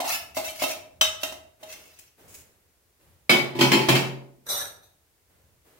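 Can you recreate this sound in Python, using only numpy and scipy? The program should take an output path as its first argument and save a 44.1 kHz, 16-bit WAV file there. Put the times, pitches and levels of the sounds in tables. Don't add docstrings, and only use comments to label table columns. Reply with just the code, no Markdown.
import sys
import numpy as np
from scipy import signal
from scipy.fft import rfft, irfft, next_fast_len
from scipy.io import wavfile

SR = 44100
rng = np.random.default_rng(int(sys.argv[2]) if len(sys.argv) > 2 else 0)


def put_to_file(sound):
    columns = np.atleast_2d(sound).T
    safe = np.clip(columns, -1, 1)
    whole_steps = np.round(safe * 32767)
    wavfile.write(sys.argv[1], SR, whole_steps.astype(np.int16))


N = 255339
SHIMMER_FROM_HZ, EDGE_HZ = 1200, 15950
BLOW_PEAKY_DB = 3.5


def amp(db):
    return 10 ** (np.asarray(db) / 20)


def unit(x):
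    return x / np.sqrt(np.mean(np.sum(x ** 2, -1)) + 1e-20)


def read(points, hz):
    f, value = np.transpose(points)
    return np.interp(np.log(hz + 1), np.log(f + 1), value)


def level(rows, attack_s, sag_db_per_s, release_s):
    gain = np.zeros(N)
    for start, length, db in rows:
        t = np.maximum(np.arange(N) / SR - start, 0)
        attack = np.sin(np.pi / 2 * np.minimum(t / attack_s, 1)) ** 2
        release = np.exp(-np.maximum(t - length, 0) / release_s)
        gain += amp(db - sag_db_per_s * np.minimum(t, length)) * attack * release
    return gain


def add(mix, s, sound):
    part = mix[:, max(round(s * SR), 0):][:, :sound.shape[-1]]
    part += sound[..., :part.shape[1]]


def through(x, response):
    return signal.oaconvolve(np.atleast_2d(x), np.atleast_2d(response), axes=1)[:, :N]


# (frequency [Hz], left-right likeness [0-1])
LIKENESS = [(100, 0.68), (300, 0.93), (640, 0.3), (1400, 0.069), (15000, 0.0045)]
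def stereo_noise(size):
    padded = next_fast_len(size)
    left, other = rfft(rng.standard_normal((2, padded)))
    same = np.clip(read(LIKENESS, np.fft.rfftfreq(padded, 1 / SR)), 0, 1)
    right = same * left + np.sqrt(1 - same ** 2) * other
    return irfft(np.array([left, right]), padded)[:, :size]


def colour(eq, peaky_db=0., peaks=(), size=4096):
    width_hz, shift_hz, spread_db = 60, 40, 4
    hz = np.fft.rfftfreq(size, 1 / SR)
    crowd = np.convolve(rng.standard_normal(len(hz)), unit(np.hanning(11)), "same")
    power = np.ones(len(hz))
    for centre, db in peaks:
        centre = centre + shift_hz * rng.standard_normal()
        height = amp(db + spread_db * rng.uniform(-1, 1))
        power += height ** 2 / (1 + (2 * (hz - centre) / width_hz) ** 2)
    chance_db = peaky_db * np.minimum(crowd, 2) * hz / (hz + 1000)
    gain_db = read(eq, hz) + 10 * np.log10(power) + chance_db
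    log_gain = np.log(amp(np.r_[gain_db, gain_db[-2:0:-1]]))
    minimum_phase = np.exp(np.conj(signal.hilbert(log_gain)))
    return unit(np.fft.ifft(minimum_phase).real[:size // 2])


# (start [s], length [s], rustle [dB], rumble [dB])
HANDLING = [(0, 1.32, -60, -62.5), (1.584, 0.23, -53.5, -68), (2.164, 0.22, -55.5, -61),
            (2.978, 0.13, -62.5, -62.5), (4.438, 0.12, -54.5, -53.5), (5.27, 0.19, -66, -65),
            (5.631, 0.18, -60, -85.5)]
# (frequency [Hz], relative level [dB])
RUSTLE_EQ = [(60, -10.5), (200, -5), (450, 2), (900, -6.5), (2000, -9), (5000, -16.5), (15000, -14)]
RUMBLE_EQ = [(45, -20.5), (78, 1.5), (110, -7.5), (170, -11.5), (400, -34.5), (2000, -81)]
FLOOR_EQ = [(24, -35.5), (40, -3.5), (87, 1.5), (218, -15), (387, -10), (1220, -17), (1960, -16),
            (3060, -19.5), (15500, -19)]
def handling_bed():
    moves = np.array(HANDLING)
    rustling = level(moves[:, [0, 1, 2]], attack_s=0.041, sag_db_per_s=11.5, release_s=0.15)
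    rumbling = level(moves[:, [0, 1, 3]], attack_s=0.1, sag_db_per_s=-2.0, release_s=0.16)
    rustle = through(stereo_noise(N) * rustling, colour(RUSTLE_EQ))
    rumble = through(stereo_noise(N) * rumbling, colour(RUMBLE_EQ))
    hiss = amp(-66) * through(stereo_noise(N), colour(FLOOR_EQ))
    return rustle + rumble + hiss


# (time [s], resonance [Hz], level [dB])
HOLLOW_SWEEP = [(0, 695.3, -25.5), (0.041, 721.7, -37.5), (0.081, 834.5, -35), (0.109, 1280, -44.5),
                (.165, 1360, -46.5), (0.192, 1390, -72.5)]
def hollow_wall(width_hz):
    s, hz, db = np.transpose(HOLLOW_SWEEP)
    t, out = np.arange(int(s[-1] * SR)) / SR, np.zeros((2, N))
    lowpass = signal.butter(2, width_hz / 2, fs=SR, output="sos")
    band = signal.sosfilt(lowpass, signal.hilbert(stereo_noise(len(t))))
    shift_hz = np.interp(t, s, hz) - width_hz / 4
    tone = (band * np.exp(2j * np.pi * np.cumsum(shift_hz) / SR)).real
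    add(out, 0, tone / tone.std() * amp(np.interp(t, s, db)))
    return out


def shimmer(t60_s=.28, modes_per_hz=.009):
    hz = np.arange(SR // 2 + 1)
    lines = (rng.random(len(hz)) < modes_per_hz) * (hz > SHIMMER_FROM_HZ)
    phases = np.exp(2j * np.pi * rng.random((2, len(hz))))
    decay = np.exp(-np.log(1000) * np.arange(SR) / SR / t60_s)
    return unit(irfft(lines * phases, SR) * decay)


def ring(modes, detune, blur, spread_db=3, build_cycles=1.2):
    out = np.zeros((2, SR))
    for hz, db, t60 in modes:
        t = np.arange(int(min(t60, 1) * SR)) / SR
        hz = hz * (1 + detune * rng.uniform(-1, 1))
        db = db + spread_db * rng.uniform(-1, 1) * hz / (hz + 1000)
        stereo_angle = np.arccos(np.clip(read(LIKENESS, hz), 0, 1)) * rng.choice([-1, 1])
        lag = stereo_angle * np.array([[-.5], [.5]])
        line_width_hz = blur * hz * hz / (hz + 2000)
        drift = np.cumsum(rng.standard_normal(len(t))) * np.sqrt(2 * np.pi * line_width_hz / SR)
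        envelope = (1 - np.exp(-t * hz / build_cycles)) * np.exp(-np.log(1000) * t / t60)
        add(out, 0, amp(db) * unit(np.sin(2 * np.pi * hz * t + lag + drift) * envelope))
    return unit(out)


def blows(rows, eq, peaks, bodies, shimmer_db, rise_s, dulling, detune, blur, grip_s=np.inf, size=8192):
    t, chatter, rings = np.arange(SR) / SR, np.zeros((2, N)), np.zeros((2, N))
    swell = 1 - np.exp(-t / rise_s)
    grip = 1 / (1 + (t / grip_s) ** 6)
    hz, shape_db = np.transpose(eq)
    usual_db = np.mean([row[1] for row in rows])
    for s, click_db, chatter_s, *ring_db in rows:
        contact = np.exp(-t[:size] / chatter_s / 2) * swell[:size]
        tilt_db = dulling * (usual_db - click_db) * np.log2(hz / hz.mean())
        tone = amp(click_db) * colour(np.c_[hz, shape_db + tilt_db], BLOW_PEAKY_DB, peaks)
        clack = through(unit(stereo_noise(size) * contact), tone)
        add(chatter, s, clack)
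        add(rings, s, amp(shimmer_db) * through(clack, shimmer()))
        ringing = sum(amp(db) * ring(modes, detune, blur) for db, modes in zip(ring_db, bodies))
        add(rings, s, grip * ringing)
    return np.sqrt(SR / 100) * np.array([chatter, rings])


# (time [s], click [dB], chatter [s], bowl ring [dB], wall knock [dB], spoon ring [dB])
SPOON_HITS = [(.002, -28, 0.0029, -48, -27.5, -36), (.043, -28, 0.017, -36, -32, -44),
              (.369, -27.5, 0.0073, -23, -26, -50), (.62, -31, 0.0047, -24, -24, -32),
              (.638, -31, 0.0021, -30.5, -28, -28), (1.011, -14.5, 0.0018, -24.5, -35, -12),
              (1.232, -24, 0.0014, -30.5, -31.5, -29), (1.322, -39.5, 0.0023, -55, -40.5, -49),
              (1.629, -43, 0.0028, -37, -46.5, -47.5), (1.723, -37.5, 0.0026, -65, -69, -60)]
# (frequency [Hz], relative level [dB])
TAP_EQ = [(300, -12), (650, -8.5), (1300, 2), (1800, 1), (3300, 2.5), (5500, 0), (9000, -1.5), (15500, -4)]
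# (frequency [Hz], boost [dB])
SPOON_CONTACT = [(2080, -1.5), (2700, 13), (3050, 2), (4230, 3), (5480, 7.5), (5990, 5)]
# (pitch [Hz], relative level [dB], T60 [s])
BOWL_MODES = [(633, 9, 0.25), (838, -1, 0.16)]
WALL_MODES = [(301, -0.5, 0.03), (353, -7, 0.21), (650, -0.5, 0.19), (694.3, 9.5, 0.025), (986, 6, 0.013),
              (2082, -0.5, 0.13)]
SPOON_MODES = [(1286, -5, 0.19), (3040, 4.5, 0.13), (3120, 3, 0.17), (3735, 3, 0.18), (3805, 1.5, .24),
               (5370, -3, 0.18), (5975, 0, 0.18), (7300, -6, 0.2)]
def spoon_taps():
    return blows(SPOON_HITS, TAP_EQ, SPOON_CONTACT, [BOWL_MODES, WALL_MODES, SPOON_MODES],
                 shimmer_db=-7, rise_s=0.0078, dulling=0.031, detune=0.004, blur=.008, grip_s=.1)


def squeaks(pressure, per_s=900, swell_s=.005, size=2048):
    t, out = np.arange(size) / SR, np.zeros((2, N))
    envelope = unit(t * np.exp(-t / swell_s))
    catches = (rng.random(N) < per_s / SR) & (pressure > amp(-70))
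    for at in np.flatnonzero(catches):
        hz = rng.uniform(SHIMMER_FROM_HZ, EDGE_HZ)
        tone = np.sin(2 * np.pi * (hz * t + rng.random((2, 1))))
        add(out, at / SR, pressure[at] * envelope * tone)
    return out * np.sqrt(2 * SR / per_s)


def friction(pressure, eq, peaks, slips_per_s, peaky_db, spots_per_s, squeak_db, spots=4):
    spread_db, max_spreads, slip_s, steady_rub = 9, 3, 0.0013, .1
    slipping = rng.random(N) < slips_per_s / SR
    slips = slipping * amp(spread_db * np.minimum(rng.exponential(1, N), max_spreads))
    power = signal.lfilter([1], [1, -np.exp(-1 / (slip_s * SR))], slips)
    grit = np.sqrt((power / power.mean() + steady_rub) / (1 + steady_rub))
    drive = stereo_noise(N) * grit * pressure
    spot = np.arange(N) / SR * spots_per_s
    crossfades = [np.maximum(1 - abs((spot + k) % spots - spots / 2), 0) for k in range(spots)]
    rasp = sum(through(drive * np.sqrt(fade), colour(eq, peaky_db, peaks)) for fade in crossfades)
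    return rasp + amp(squeak_db) * through(squeaks(pressure), colour(eq))


# (start [s], length [s], friction [dB])
SPOON_STROKES = [(.045, 0.11, -26), (.335, 0.036, -30), (.415, 0.083, -33.5), (.51, 0.093, -45),
                 (.58, 0.06, -27.5), (.645, 0.075, -34), (1.19, 0.032, -35), (1.265, 0.037, -49),
                 (1.655, 0.08, -45), (1.74, 0.34, -56.5)]
# (frequency [Hz], relative level [dB])
SCRAPE_EQ = [(100, -11.5), (280, -13), (470, -25.5), (640, 5), (1000, -4.5), (1550, -7), (2200, 0),
             (2700, -1), (3500, -4.5), (5500, -3.5), (9000, -9), (15500, -6.5)]
def spoon_scrapes():
    drag = level(SPOON_STROKES, attack_s=0.054, sag_db_per_s=21.5, release_s=0.0043)
    return friction(drag, SCRAPE_EQ, SPOON_CONTACT, slips_per_s=420, peaky_db=7.5,
                    spots_per_s=24, squeak_db=-1, spots=6)


# (start [s], length [s], level [dB])
ONION_FLICKS = [(1.988, 0.0089, -42), (2.279, 0.14, -51), (2.341, 0.0149, -44)]
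# (frequency [Hz], relative level [dB])
FLICK_EQ = [(1500, -6.5), (2550, 4), (3700, -5), (6900, 6), (8500, 1.5), (15500, 1)]
def onion_flicks():
    bursts = level(ONION_FLICKS, attack_s=0.0016, sag_db_per_s=6, release_s=0.0038)
    return through(stereo_noise(N) * bursts, colour(FLICK_EQ, BLOW_PEAKY_DB))


# (time [s], clatter [dB], chatter [s], low boom [dB],
# base thump [dB], rim ring [dB], skirt ring [dB])
BOWL_HITS = [(3.294, -10, 0.0045, -36, -24.5, -9.5, -33), (3.322, -22.5, 0.002, -33.5, -17.5, -30, -37.5),
             (3.383, -29.5, 0.0017, -32, -27.5, -29, -35.5), (3.55, -34.5, 0.017, -27.5, -26.5, -43.5, -47),
             (3.588, -20, 0.011, -29.5, -17.5, -42.5, -36.5), (3.609, -13, 0.0049, -22.5, -13, -22, -17.5),
             (3.632, -22.5, 0.038, -36, -15.5, -35.5, -34), (3.717, -13, 0.0022, -31, -16, -19, -24),
             (3.732, -22, 0.0031, -38, -15.5, -28, -15.5), (3.75, -23, 0.12, -26, -13, -38.5, -30.5),
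             (3.886, -11, 0.0035, -14, -13.5, -36, -22), (3.95, -17, 0.0051, -30, -27, -28, -26.5)]
# (frequency [Hz], relative level [dB])
CLATTER_EQ = [(50, -30.5), (130, 0), (240, -0.5), (480, -5.5), (700, 1), (1000, -3), (1550, -8.5),
              (2500, -4), (3300, -7), (5000, -9.5), (7000, -16.5), (10000, -20), (15500, -20)]
# (frequency [Hz], boost [dB])
SEATED_CONTACT = [(2110, 4.2), (2600, 5), (3110, 10), (4100, 3.2)]
# (pitch [Hz], relative level [dB], T60 [s])
LOW_BOOM_MODES = [(134.5, -3, 0.62), (179.8, -8, .22)]
BASE_MODES = [(221, -2.5, 0.2), (247, -0.5, 0.27), (360, 0, 0.24), (367, 2, 0.16), (572, -8.5, 0.65),
              (866, -4, 0.33), (985, -7, 0.22)]
RIM_MODES = [(1745, -7.5, 0.27), (2243, 9, 0.32), (2290, 1, 0.25), (3070, -5, 0.17), (4020, -2.5, 0.2),
             (4955, -1, 0.24)]
SKIRT_MODES = [(1868, -5, .18), (2460, -1.5, .17), (2635, 0, .17), (3117, 2, .12), (3270, -3, .16),
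               (4113, -2, .17), (4296, -2, .14), (7381, -6, .12)]
def bowl_set_down():
    bodies = [LOW_BOOM_MODES, BASE_MODES, RIM_MODES, SKIRT_MODES]
    return blows(BOWL_HITS, CLATTER_EQ, SEATED_CONTACT, bodies,
                 shimmer_db=-5.0, rise_s=0.0025, dulling=0.012, detune=0.002, blur=.006)


# (start [s], length [s], friction [dB])
UTENSIL_MOVES = [(4.457, 0.057, -39), (4.48, 0.13, -26.5), (4.502, 0.014, -39), (4.598, 0.017, -38),
                 (4.815, 0.019, -54.5)]
# (frequency [Hz], relative level [dB])
SLIDE_EQ = [(100, -19), (420, -6), (620, 7), (1000, 2.5), (1900, -2.5), (2800, -17), (3700, -1),
            (4800, -10), (6100, -3), (7500, -11.5), (12500, -6), (14200, -4), (15200, -31.5)]
# (frequency [Hz], boost [dB])
UTENSIL_CONTACT = [(3700, 12.2), (3840, 20), (5920, 19), (6420, 14), (8210, 23), (9340, 20), (10760, 12),
                   (11620, 19.6), (12070, 14), (13560, 16.5), (13950, 13)]
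def utensil_slide():
    shove = level(UTENSIL_MOVES, attack_s=0.0099, sag_db_per_s=70, release_s=0.0099)
    return friction(shove, SLIDE_EQ, UTENSIL_CONTACT, slips_per_s=270, peaky_db=5.5,
                    spots_per_s=23, squeak_db=-3.5)


# (frequency [Hz], T60 [s])
KITCHEN_DECAY = [(120, 0.47), (320, 0.77), (840, 0.55), (2200, 0.44), (5800, 0.37), (15000, 0.32)]
def kitchen(x, wet_db, build_s):
    hz, t, bands = signal.stft(stereo_noise(SR), SR, nperseg=256)
    decay = np.exp(-np.log(1000) * t / read(KITCHEN_DECAY, hz)[:, None])
    tail = signal.istft(bands * decay, SR, nperseg=256)[1]
    build = 1 - np.exp(-np.arange(tail.shape[1]) / SR / build_s)
    wet = amp(wet_db) * through(x, unit(tail * build))
    return (x + wet) / np.hypot(1, amp(wet_db))


def scene():
    scrape = spoon_scrapes() + hollow_wall(width_hz=300)
    slide = utensil_slide()
    onions = onion_flicks()
    tap_chatter, tap_ring = spoon_taps()
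    bowl_clatter, bowl_ring = bowl_set_down()
    near = kitchen(scrape + onions + tap_chatter, wet_db=-3.0, build_s=0.0025)
    far = kitchen(slide + bowl_clatter, wet_db=3.0, build_s=0.0012)
    ringing = kitchen(tap_ring + bowl_ring, wet_db=-3.0, build_s=0.0012)
    return near + far + ringing + handling_bed()


def record(dry):
    lowpass = signal.firwin(511, EDGE_HZ, window=("kaiser", 9), fs=SR)
    return signal.oaconvolve(dry, lowpass[None], "same")


dry = scene()
out = record(dry)
put_to_file(out)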